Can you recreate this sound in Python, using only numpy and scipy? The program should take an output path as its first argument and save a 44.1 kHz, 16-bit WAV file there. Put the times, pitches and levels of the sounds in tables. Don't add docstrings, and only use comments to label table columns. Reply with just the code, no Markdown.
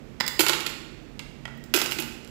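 import sys
import numpy as np
from scipy import signal
from scipy.fft import rfft, irfft
from scipy.io import wavfile

SR = 44100
rng = np.random.default_rng(int(sys.argv[2]) if len(sys.argv) > 2 else 0)


def digitize_waveform(pressure):
    field = np.atleast_2d(pressure).T
    bounded = np.clip(field, -1, 1)
    quanta = np.round(bounded * 32767).astype(np.int16)
    wavfile.write(sys.argv[1], SR, quanta)


N = 101429

# (frequency [Hz], gain [dB])
INSIDE_EQ = [(100, -34.5), (250, -15), (450, 3), (620, -3.5), (900, -2.5), (1120, -5.5), (1450, -4),
             (2900, 2.5), (5000, -1), (6000, -5), (7600, -4.5), (8600, -11.5), (12000, -5.5), (15300, -11)]


def amp(db):
    return 10 ** (np.asarray(db) / 20)


def unit(x):
    return x / np.sqrt(np.mean(x ** 2) + 1e-20)


def read(points, hz):
    f, value = np.transpose(points)
    return np.interp(np.log(hz + 1), np.log(f + 1), value)


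def add(mix, s, sound):
    part = mix[round(s * SR):][:len(sound)]
    part += sound[:len(part)]


def high_pass(x, hz, order):
    return signal.sosfilt(signal.butter(order, hz, "high", fs=SR, output="sos"), x)


def noise(gain):
    return unit(irfft(rfft(rng.standard_normal(N)) * gain(np.fft.rfftfreq(N, 1 / SR)), N))


def causal(curve_db):
    log_gain = np.log(amp(np.concatenate([curve_db, np.flip(curve_db[1:-1])])))
    spectrum = np.exp(np.conj(signal.hilbert(log_gain)))
    response = np.fft.ifft(spectrum).real[:len(curve_db)]
    return response / np.linalg.norm(response)


def room_tone():
    # (frequency [Hz], relative density [dB])
    colour = [(18, -36), (30, 7), (92, -2), (144, 0.5), (202, 0.5), (249, 1), (399, -5), (970, -18),
              (1140, -19), (2300, -20), (3680, -27.5), (7650, -34), (8950, -42), (15500, -45)]
    # (centre [Hz], half-width [Hz], trim [dB])
    hum_tones = [(139.4, 6, -1.5), (237.5, 6.7, -3.5)]
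    # (time [s], lower tone [dB], upper tone [dB])
    hum_levels = [(0.0, -53, -58), (0.28, -60, -51), (0.35, -53, -69), (0.42, -47, -57), (0.53, -51, -67),
                  (0.98, -57.5, -61.5), (1.62, -48.5, -48.5), (1.82, -60, -42), (1.98, -48.5, -56),
                  (2.03, -45.5, -41), (2.26, -86, -54), (2.3, -66, -46)]
    out = amp(-47.5) * noise(lambda hz: amp(read(colour, hz)))
    times, *levels = np.transpose(hum_levels)
    for (centre, width, trim_db), level in zip(hum_tones, levels):
        band = noise(lambda hz: np.exp(-((hz - centre) / width) ** 2))
        tone = unit(np.cos(np.angle(signal.hilbert(band))))
        out += amp(trim_db + np.interp(np.arange(N) / SR, times, level)) * tone
    return out


def ring(modes):
    t = np.arange(SR // 2) / SR
    return sum(amp(db - 60 * t / t60) * np.sin(2 * np.pi * (hz * t + rng.random()))
               for hz, db, t60 in modes)


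def rim_pings():
    # (time [s], level [dB], pitch [Hz], t60 [s])
    pings = [(0.2011, -26, 4970, .07), (.2638, -26.5, 4950, 0.037), (0.278, -45, 14150, 0.076),
             (0.4047, -27.5, 11940, 0.083)]
    out = np.zeros(N)
    for s, db, hz, t60 in pings:
        add(out, s, ring([(hz, db, t60)]))
    return out


def shell_db(hz, spot):
    # (centre [Hz], width [Hz], lift at lid [dB], under first coin [dB], under second [dB])
    resonances = [(900, 174, 0, 6.5, 6), (1375, 236, 7.5, 10, 8), (1970, 170, 7, 4, 3.5),
                  (2542, 97, -6, 2.5, 8), (2810, 180, -1, 2.5, 6), (3100, 110, -1, 1, 1),
                  (3345, 120, 0, 4.5, -1.5), (5040, 580, 4.5, -1, 2), (6250, 490, 3.5, -2.5, 3.5),
                  (7410, 350, 8, 3.5, 5.5)]
    column = ["lid", "first", "second"].index(spot)
    return sum(lifts[column] / (1 + (2 * (hz - f) / width) ** 2) for f, width, *lifts in resonances)


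def knock(colour, bass_db, treble_db, decay_ms, spot="lid", size=4096):
    rise_s, chatter_s, chatter_db = 0.00027, 0.000567, 3
    bass_hz, treble_hz = 1150, 6700
    t, hz = np.arange(size) / SR, np.fft.rfftfreq(size, 1 / SR)
    grain, chatter = rng.standard_normal((2, size))
    envelope = np.exp(-1000 * t / decay_ms) * (1 - np.exp(-t / rise_s))
    burst = grain * envelope * amp(chatter_db * np.interp(t / chatter_s, np.arange(size), chatter))
    burst *= np.linalg.norm(envelope) / np.linalg.norm(burst)
    bass_shelf = bass_db / (1 + (hz / bass_hz) ** 2)
    treble_shelf = treble_db * hz ** 2 / (hz ** 2 + treble_hz ** 2)
    curve_db = read(colour, hz) + bass_shelf + treble_shelf + shell_db(hz, spot)
    return signal.fftconvolve(burst, causal(curve_db))


def slot_clicks():
    # (time [s], level [dB], bass [dB], treble [dB], decay [ms])
    clicks = [(0.2016, -27, -14, -14, 9.1), (0.207, -15, 4.5, -10.5, 2.72), (0.2658, -23.5, -4, 8, 1.8),
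              (0.2785, -15.5, -10, 9.5, 2.9), (1.574, -51, -7, 34, 7), (1.6383, -42, -5, 16, 4.8),
              (1.66, -56, -7, 5, 3.5)]
    # (frequency [Hz], gain [dB])
    colour = [(100, -2.5), (400, -2), (900, -2.5), (1450, -3), (2700, 0.5), (4000, 0), (5100, -2),
              (5800, -8.5), (7500, -6.5), (9000, -12.5), (13000, -15.5), (15000, -7.5)]
    # (frequency [Hz], level against the knock [dB], t60 [s])
    held_coin = [(1870, -31, 0.29), (3460, -29, .25), (4823, -40, 0.22)]
    out = np.zeros(N)
    for s, db, bass_db, treble_db, decay_ms in clicks:
        add(out, s, amp(db) * knock(colour, bass_db, treble_db, decay_ms))
        add(out, s, amp(db) * ring(held_coin))
    return out


def coin_bounces():
    # (time [s], level [dB], bass [dB], treble [dB], decay [ms])
    strikes = [(0.3926, -14, -2, 5, 6.8), (0.4057, -12.5, 0, 4.5, 4.5), (0.4128, -21.5, 5, 16, 11.4),
               (0.4309, -28.5, 10, 3, 10.5), (.4649, -17.5, -3, -8, 6.2), (0.4834, -17.5, -19.5, -3, 4.8),
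               (0.4881, -18.5, 5, -2, 2.7), (.4946, -13.5, -4, -4.5, 3.6), (0.499, -19, 8, 0, 1.95),
               (.5326, -21, -13, -13, 6), (0.5416, -39, -12, -5, 3.2), (0.5624, -45, 1, -15, 2.5),
               (0.6051, -24, -22, -6, 1.6), (.6638, -21.5, -19.5, -12, 5.1), (.6665, -29, -9, -9, 3.7),
               (0.6949, -37.5, -7, 7, 8.6), (1.7392, -12.5, 1, 3.5, 5.34), (1.7506, -23.5, 10, 10, 8.6),
               (1.7607, -19, -25, 5, 5.9), (1.7741, -19.5, 1.5, -0.5, 4.7), (1.7859, -27, -9, 0, 21),
               (1.8154, -17.5, 1, 0, 4.2), (1.8381, -29, -11, 48, 6.4), (1.8588, -25.5, 0, 0, 6.2),
               (1.9105, -31.5, 2, 10, 15), (1.9201, -22.5, -3.5, -3, 3.8), (1.927, -32.5, 3, 8, 6.4),
               (1.9856, -25.5, -16, -13, 7.9), (1.9993, -27.5, 18.5, 28, 8.6), (2.0221, -30, 10, 12, 5.2),
               (2.0341, -37.5, 2, 2, 5.5)]
    # (frequency [Hz], level against the knock [dB], t60 [s])
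    first_coin = [(4968, -30, .14), (7292, -29, .14), (7812, -31, .14), (11452, -29, .14),
                  (12052, -30, .13)]
    second_coin = [(2763, -22, .1), (11156, -35, .18), (12432, -34, .22), (14443, -33, .25),
                   (15429, -25, .22)]
    second_from_s = 1.
    out = np.zeros(N)
    for s, db, bass_db, treble_db, decay_ms in strikes:
        spot, coin = ("first", first_coin) if s < second_from_s else ("second", second_coin)
        add(out, s, amp(db) * knock(INSIDE_EQ, bass_db, treble_db, decay_ms, spot))
        add(out, s, amp(db) * ring(coin))
    return out


def bank_thumps():
    # (time [s], level [dB], pitch [Hz])
    thumps = [(0.3939, -14, 347), (.406, -25, 326), (0.4951, -24, 341), (1.7407, -19.5, 350),
              (1.7481, -16, 341.8), (1.817, -28.5, 303), (1.9869, -24, 338)]
    rise_s, t60_s = .002, .08
    out, t = np.zeros(N), np.arange(SR // 4) / SR
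    envelope = (1 - np.exp(-t / rise_s)) * amp(-60 * t / t60_s)
    for s, db, hz in thumps:
        add(out, s, amp(db) * envelope * np.sin(2 * np.pi * hz * t))
    return high_pass(out, hz=175, order=2)


def handling_taps():
    # (time [s], level [dB], bass [dB], treble [dB], decay [ms])
    taps = [(1.1929, -29.5, -5, -1.5, 4.76), (1.4538, -28, 6, -11, 3.46), (1.4777, -36.5, 14, -8, 4.5)]
    # (frequency [Hz], gain [dB])
    colour = [(100, -10), (400, -9), (700, 2.5), (1400, -3), (2000, 0.5), (2800, 7), (3600, 0), (6000, -13),
              (8500, -14.5), (15000, -18.5)]
    out = np.zeros(N)
    for s, db, bass_db, treble_db, decay_ms in taps:
        add(out, s, amp(db) * knock(colour, bass_db, treble_db, decay_ms))
    return out


def bangle():
    # (time [s], tick level [dB], ring level [dB])
    tinkles = [(2.247, -42.5, -73), (2.2753, -44, -60)]
    # (frequency [Hz], relative level [dB], t60 [s])
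    partials = [(7440, 4, 0.13), (13087, -3, 0.31)]
    out = np.zeros(N)
    for s, tick_db, ring_db in tinkles:
        add(out, s, amp(tick_db) * knock(INSIDE_EQ, bass_db=-6, treble_db=3, decay_ms=2.4))
        add(out, s, amp(ring_db) * ring(partials))
    return out


def room_reverb(x):
    # (frequency [Hz], t60 [s])
    tail_t60 = [(150, 3.26), (350, 1.04), (1000, 0.9145), (3000, 0.97), (7000, 0.77), (11000, 0.58),
                (15500, 0.46)]
    # (frequency [Hz], gain [dB])
    colour = [(150, -4.5), (350, 1), (700, -0.5), (1400, 5), (3000, 0), (7000, 0.5), (10000, 1),
              (15500, -0.5)]
    tail_db, delay_s, build_s = -6, 0.0013, 0.0017
    early_db, early_t60_s, echoes_per_s = -14, 0.41, 2500
    t = np.arange(SR * 3 // 2) / SR
    build = 1 - np.exp(-np.maximum(t - delay_s, 0) / build_s)
    tail, early = rng.choice([-1., 1.], (2, len(t)))
    hz, frame_s, bands = signal.stft(tail, SR, nperseg=256)
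    bands *= amp(read(colour, hz)[:, None] - 60 * frame_s / read(tail_t60, hz)[:, None])
    tail = signal.istft(bands, SR, nperseg=256)[1][:len(t)] * build
    arrivals = rng.random(len(t)) < echoes_per_s / SR
    early *= arrivals * build * amp(-60 * t / early_t60_s)
    response = amp(tail_db) * tail / np.linalg.norm(tail) + amp(early_db) * early / np.linalg.norm(early)
    return signal.fftconvolve(x, response)[:N]


def scene():
    direct = slot_clicks() + handling_taps() + coin_bounces() + rim_pings() + bank_thumps() + bangle()
    return np.array([np.zeros(N), direct + room_reverb(direct) + room_tone()])


def record(dry):
    # (frequency [Hz], relative density [dB])
    hiss_colour = [(20, -11), (80, 4), (190, -2), (280, 0), (450, -3.5), (1000, -7), (4500, -9),
                   (6500, -15), (7500, -21), (9000, -24), (11000, -1.5), (15000, -6)]
    gain_db, ceiling, hiss_db, top_hz = 6, .85, -72.3, 15600
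    out = amp(gain_db) * high_pass(dry, hz=36, order=8)
    out = out / (1 + (out / ceiling) ** 6) ** (1 / 6)
    out[0] += amp(hiss_db) * noise(lambda hz: amp(read(hiss_colour, hz)))
    top_cut = signal.firwin(511, top_hz, window=("kaiser", 8), fs=SR)
    return signal.oaconvolve(out, top_cut[None], "same")


dry = scene()
out = record(dry)
digitize_waveform(out)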